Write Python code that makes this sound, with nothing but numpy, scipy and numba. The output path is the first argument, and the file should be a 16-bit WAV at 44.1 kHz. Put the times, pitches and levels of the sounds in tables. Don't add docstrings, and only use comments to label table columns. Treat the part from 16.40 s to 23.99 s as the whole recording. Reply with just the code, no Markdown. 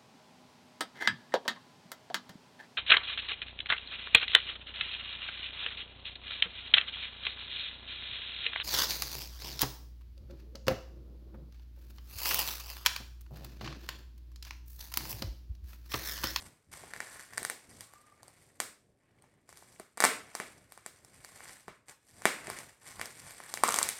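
import sys
import numpy as np
from scipy import signal
from scipy.fft import rfft, irfft
from scipy.io import wavfile
from scipy.ndimage import uniform_filter1d
from numba import njit

SR = 44100
rng = np.random.default_rng(int(sys.argv[2]) if len(sys.argv) > 2 else 0)


def undo_db(level):
    steps = np.asarray(level, float) / 20
    return 10 ** steps


def store_wav(level_fs):
    pcm = np.round(np.clip(np.atleast_2d(level_fs), -1, 1) * 32767)
    wavfile.write(sys.argv[1], SR, pcm.T.astype(np.int16))


N = 334719


# (time [s], puff level [dB], crack level [dB], puff pitch [Hz])
BURSTS = [(0.4372, -39, -59, 700), (0.5364, -29.5, -33.5, 1660), (0.563, -35, -38, 1710),
          (0.6041, -24.5, -29.5, 1640), (0.9349, -38.5, -39, 1830), (0.9748, -32, -29, 1750),
          (0.9793, -22.5, -21, 1570), (1.0301, -34, -25.5, 1290), (1.05, -24, -20.5, 1320),
          (1.099, -22.5, -21, 1920), (1.4077, -37, -29.5, 2200), (1.5367, -41.5, -42, 1080),
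          (1.8314, -43, -40.5, 900), (1.881, -46, -42, 700), (2.2022, -19.5, -16.5, 1290),
          (2.8228, -59, -50, 530), (2.841, -51.5, -69.5, 855), (3.0917, -43.5, -42, 1130),
          (3.1274, -42.5, -46, 1280), (3.1727, -46, -39, 1330), (3.225, -43.5, -59, 910),
          (3.3985, -35, -36, 1100), (3.5737, -35, -32, 1094), (3.578, -29, -35, 1110),
          (3.6038, -14, -12.5, 1320), (3.61, -22, -23, 1300), (3.624, -15, -19, 1340),
          (3.6395, -5.5, -11.5, 1300), (3.644, -10.5, -12, 1230), (3.6508, -11, -11, 1050),
          (3.9518, -25, -23, 1070), (4.0007, -21, -29, 1370), (4.3219, -40, -35, 1170),
          (4.3765, -37.5, -42.5, 1065), (4.4623, -31.5, -29, 1300), (4.6479, -48.5, -41, 1160),
          (4.8473, -36.5, -34, 1440), (5.0058, -36, -52, 1400), (5.0943, -37.5, -42, 1580),
          (5.2816, -29.5, -41.5, 967), (5.8205, -34.5, -37.5, 1210), (5.855, -6.5, -12, 1430),
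          (6.0357, -38, -56, 1620), (6.0707, -28.5, -32.5, 1730), (6.1007, -24.5, -25.5, 1104),
          (6.1879, -31, -30, 2260), (6.596, -29, -36, 1170), (6.614, -21.5, -26, 1700),
          (6.6571, -35, -28, 1300), (6.908, -38, -34, 1840), (7.0025, -32, -41, 1150),
          (7.14, -27, -19.5, 1020), (7.174, -25, -32, 1840), (7.2366, -9, -11.5, 1030),
          (7.278, -36, -19.5, 1180), (7.2855, -21, -26.5, 1040), (7.2898, -19, -15.5, 1300),
          (7.307, -27, -21.5, 1340), (7.3228, -35, -18.5, 1283), (7.3424, -20.5, -13, 1240),
          (7.361, -31, -18, 1110), (7.3876, -16.5, -12, 1400), (7.4152, -21.5, -36.5, 1166),
          (7.4289, -29, -12, 1600), (7.489, -25, -14.5, 1850), (7.4986, -33, -24, 2160)]


def snaps():
    time_s, puff_db, crack_db, pitch_hz = np.transpose(BURSTS)
    onset_s = time_s - 0.25 / pitch_hz
    at = (onset_s * SR).astype(np.int64)
    return clicks(at, undo_db(puff_db), undo_db(crack_db), pitch_hz, film_noise(), cycles=0.28, crack_s=0.00036)


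# (time [s], level of dull creases [dB], bright creases over dull [dB])
CRINKLE_LEVEL = [(0, -47, 1.5), (.04, -58, 2), (.12, -64.5, 2), (.18, -75.5, -2), (.305, -73, 2),
                 (.315, -51, 0), (.5, -57.5, -1.5), (.7, -52, 1), (1.1, -59, -2.5), (1.3, -62, 1),
                 (1.41, -54.5, 2), (1.48, -66.5, 0.5), (1.8, -65, -5), (2.0, -64.5, 0.5), (2.45, -88.5, 5),
                 (2.63, -72, -8), (3.07, -73, -5), (3.1, -64.5, 2.5), (3.35, -66, 2.5), (3.55, -75.5, -0.5),
                 (3.8, -54, -6.5), (4.08, -54, -2), (4.2, -65, -4), (4.6, -66.5, -0.5), (5.1, -52, 0.5),
                 (5.44, -89, 2.5), (5.5, -48.5, -2), (5.56, -82, -4), (5.68, -65, 2.5), (6.08, -45.5, -6),
                 (6.2, -47, -2), (6.38, -68.5, -1), (6.47, -54, 0), (7.2, -54, 0), (7.3, -37.5, -8),
                 (7.45, -41.5, -3), (7.59, -50.5, 2)]
CREASES_PER_S = 1500


def crinkle():
    count = int(CREASES_PER_S * N / SR)
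    when, dull_chance, bright_chance, pitch_chance = rng.random((count, 4)).T
    at = (when * N).astype(np.int64)
    clump_db = 2.4 * np.repeat(rng.standard_normal(N // 600 + 1), 600)[at]
    crinkle_db, bright_db = (column[at] for column in curve(CRINKLE_LEVEL))
    dull = undo_db(crinkle_db + clump_db - 4.0 - 2.41 * np.log(dull_chance))
    bright = undo_db(crinkle_db + bright_db + clump_db - 2.0 - 1.63 * np.log(bright_chance))
    pitch_hz = 1000 * 2 ** (1.6 * pitch_chance)
    return clicks(at, dull, bright, pitch_hz, film_noise(), cycles=0.26, crack_s=0.0002)


@njit
def clicks(at, puff, crack, hz, noise, cycles, crack_s):
    out = np.zeros((4, len(noise) + 400))
    edge = np.arange(150) / (SR * crack_s)
    shape = edge * np.exp(1 - edge)
    for k in range(len(at)):
        out[2, at[k]] += puff[k]
        out[3, at[k]] += crack[k]
        for i in range(400):
            turn = i * hz[k] / SR
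            swell = turn / cycles * np.exp(1 - turn / cycles)
            out[0, at[k] + i] -= puff[k] * swell * np.sin(2 * np.pi * turn)
        first = min(at[k], len(noise) - 150)
        ragged = shape * noise[first:first + 150]
        same_energy = np.sqrt(np.sum(shape ** 2) / np.sum(ragged ** 2))
        out[1, at[k]:at[k] + 150] += crack[k] * ragged * same_energy
    return out[:, :len(noise)]


def film_noise():
    return band(rng.standard_normal(N), 3000.0, 15000.0)


# (start [s], end [s], pitch [Hz], level [dB])
STRETCHES = [(0.503, 1.15, 1610, -1.5), (7.217, 7.47, 1094, 0.5)]


def taut(puff):
    t = np.arange(N) / SR
    width = 1.283
    ring = np.zeros(N)
    for start_s, end_s, hz, db in STRETCHES:
        during = (t > start_s) & (t < end_s)
        ring += undo_db(db) * band(puff * during, hz / width, hz * width)
    return ring


# (time [s], level [dB])
JOLTS = [(.44, -51), (1.02, -40), (3.4, -38.5), (3.64, -31.5), (4.0, -34), (4.462, -47.5), (5.281, -38.5),
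         (5.855, -22), (6.08, -35.5)]
# (frequency [Hz], level [dB], time to decay by 60 dB [s])
PANEL_MODES = [(210, -7.5, 0.032), (394, -5, 0.029), (630, -6.1, 0.034)]


def box():
    time_s, level_db = np.transpose(JOLTS)
    blows = np.bincount((time_s * SR).astype(int), undo_db(level_db), N)
    t = np.arange(SR // 5) / SR
    ring = sum(undo_db(db) * np.sin(2 * np.pi * hz * t) * np.exp(-np.log(1000) * t / t60)
               for hz, db, t60 in PANEL_MODES)
    return signal.fftconvolve(blows, ring)[:N]


# (centre [Hz], time to decay by 60 dB [s], level [dB])
REVERBERATION = [(258, 0.53, -13), (700, 0.42, -7.5), (2140, 0.41, -12), (5400, 0.41, -13),
                 (11020, 0.33, -15)]


def room(puff, ragged, puff_tick, crack_tick, low_hz, knocks=0):
    t = np.arange(SR // 2) / SR
    tail = sum(undo_db(db) * band(rng.standard_normal(len(t)), hz / 1.55, hz * 1.8) * np.exp(-np.log(1000) * t / t60)
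               for hz, t60, db in REVERBERATION)
    tail = tail * (1 - np.exp(-t / 0.0034))
    body = band(puff, 410.0, 7000.0, order=1) + knocks
    direct = body + 1.054 * band(ragged, 4000.0, 12000.0)
    bounces = 0.22 * np.roll(direct, int(0.0027 * SR)) - 0.28 * np.roll(direct, int(0.00075 * SR))
    puff_spread = 4.75 * band(puff_tick, low_hz, 3800.0, order=1)
    crack_spread = 4.4 * band(crack_tick, 3000.0, 22000.0)
    spread = 0.2 * body + puff_spread + crack_spread
    return direct + bounces + 0.12 * signal.fftconvolve(spread, tail)[:N]


# (frequency [Hz], gain [dB])
MIC_RESPONSE = [(60, -12), (200, 3.5), (700, -0.17), (1300, 0), (2300, 3), (3100, -3), (5300, -4.5),
                (6600, -6.5), (8500, 0.5), (10300, -6.5), (12000, -7), (15000, -11), (18000, -37.5)]


def microphone(film):
    return colour(film, MIC_RESPONSE)


# (time [s], level [dB])
DESK_BUMPS = [(0.047, -55.5), (0.322, -62), (0.559, -60.5), (1.015, -61.5), (4.799, -65), (5.299, -64.5),
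              (6.599, -59), (6.849, -59.5), (7.469, -59)]


def bumps():
    t = np.arange(N) / SR
    pitch_hz, width_s = 100.7, 0.047
    swell = sum(undo_db(db) * np.exp(-((t - time_s) / width_s) ** 2) for time_s, db in DESK_BUMPS)
    low = band(rng.standard_normal(N), pitch_hz / 1.8, pitch_hz * 1.68)
    return swell * low / low.std()


# (frequency [Hz], relative density [dB])
TONE_SHAPE = [(18, -49.5), (30, -14), (70, -8), (112, -2.5), (194, -9), (600, -13.5), (1220, -31),
              (1540, -31), (16000, -50.5)]


def room_tone():
    hum_db, under_creases_db, top_db, walk_db = -73, -4.5, -60, 3
    noise = colour(rng.standard_normal(N), TONE_SHAPE)
    crinkle_db = curve(CRINKLE_LEVEL)[0]
    rumble = 1 / (undo_db(-crinkle_db - under_creases_db) + undo_db(-top_db))
    steps = np.repeat(rng.standard_normal(N // 4000 + 1), 4000)
    walk = uniform_filter1d(steps, size=4000)[:N]
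    return np.hypot(undo_db(hum_db), rumble) * undo_db(walk_db * walk) * noise / noise.std()


# (time [s], frequency [Hz], level [dB rms]), before shake and throb
WHINE_PATH = [(1.46, 1117, -79.5), (1.56, 1172, -67), (1.65, 1217, -71), (1.73, 1180, -72.5),
              (1.9, 1240, -84.5)]


def whine():
    hz, db = curve(WHINE_PATH)
    start_s, end_s = WHINE_PATH[0][0], WHINE_PATH[-1][0]
    fade = np.interp(np.arange(N) / SR, [start_s - 0.05, start_s, end_s, end_s + 0.05], [0, 1, 1, 0])
    shake, throb = (uniform_filter1d(rng.standard_normal(N), size=500) for _ in range(2))
    phase = 2 * np.pi * np.cumsum(hz + 300 * shake) / SR
    return np.sqrt(2) * fade * undo_db(db + 103 * throb) * np.sin(phase)


def curve(table):
    time_s, *columns = np.transpose(table)
    return [np.interp(np.arange(N) / SR, time_s, column) for column in columns]


def colour(x, points):
    hz, db = np.transpose(points)
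    grid = np.maximum(np.fft.rfftfreq(4096, 1 / SR), 1)
    cepstrum = irfft(np.log(undo_db(np.interp(np.log(grid), np.log(hz), db))))
    cepstrum[1:2048] *= 2
    cepstrum[2049:] = 0
    response = irfft(np.exp(rfft(cepstrum)))
    return signal.fftconvolve(x, response)[:len(x)]


def band(x, low_hz, high_hz, order=2):
    return signal.sosfilt(signal.butter(order, [low_hz, high_hz], "band", fs=SR, output="sos"), x)


def suppressor(x, memory_s, margin_db, depth_db):
    z = signal.stft(x, nperseg=512, noverlap=384)[2]
    power = uniform_filter1d(abs(z) ** 2, size=15, axis=1)
    power = uniform_filter1d(power, size=5, axis=2)
    level = np.log(power + 1e-14)
    keep = np.exp(-128 / SR / memory_s)
    start = level[..., :1]
    memory = signal.lfilter([1 - keep], [1, -keep], level - start, axis=2) + start
    gain = np.clip(1 - undo_db(margin_db) * np.exp((memory - level) / 2), undo_db(depth_db), 1)
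    return signal.istft(z * gain, nperseg=512, noverlap=384)[1][:, :N]


def scene():
    loud, small = snaps(), crinkle()
    puffs = loud[0] + small[0]
    puff_ticks = loud[2] + small[2]
    skin = taut(puffs + 4.6 * puff_ticks)
    film = room(*loud, low_hz=240.0, knocks=box() + skin) + room(*small, low_hz=810.0)
    return (microphone(film) + room_tone() + whine() + bumps())[None]


def band_limit(x):
    return signal.sosfilt(signal.butter(12, 16510, fs=SR, output="sos"), x)


def record(dry):
    quieted = suppressor(dry, memory_s=0.23, margin_db=-16.5, depth_db=-3.5)
    mix = 1.314 * np.tanh(quieted / 1.1)
    return band_limit(mix)


dry = scene()
out = record(dry)
store_wav(out)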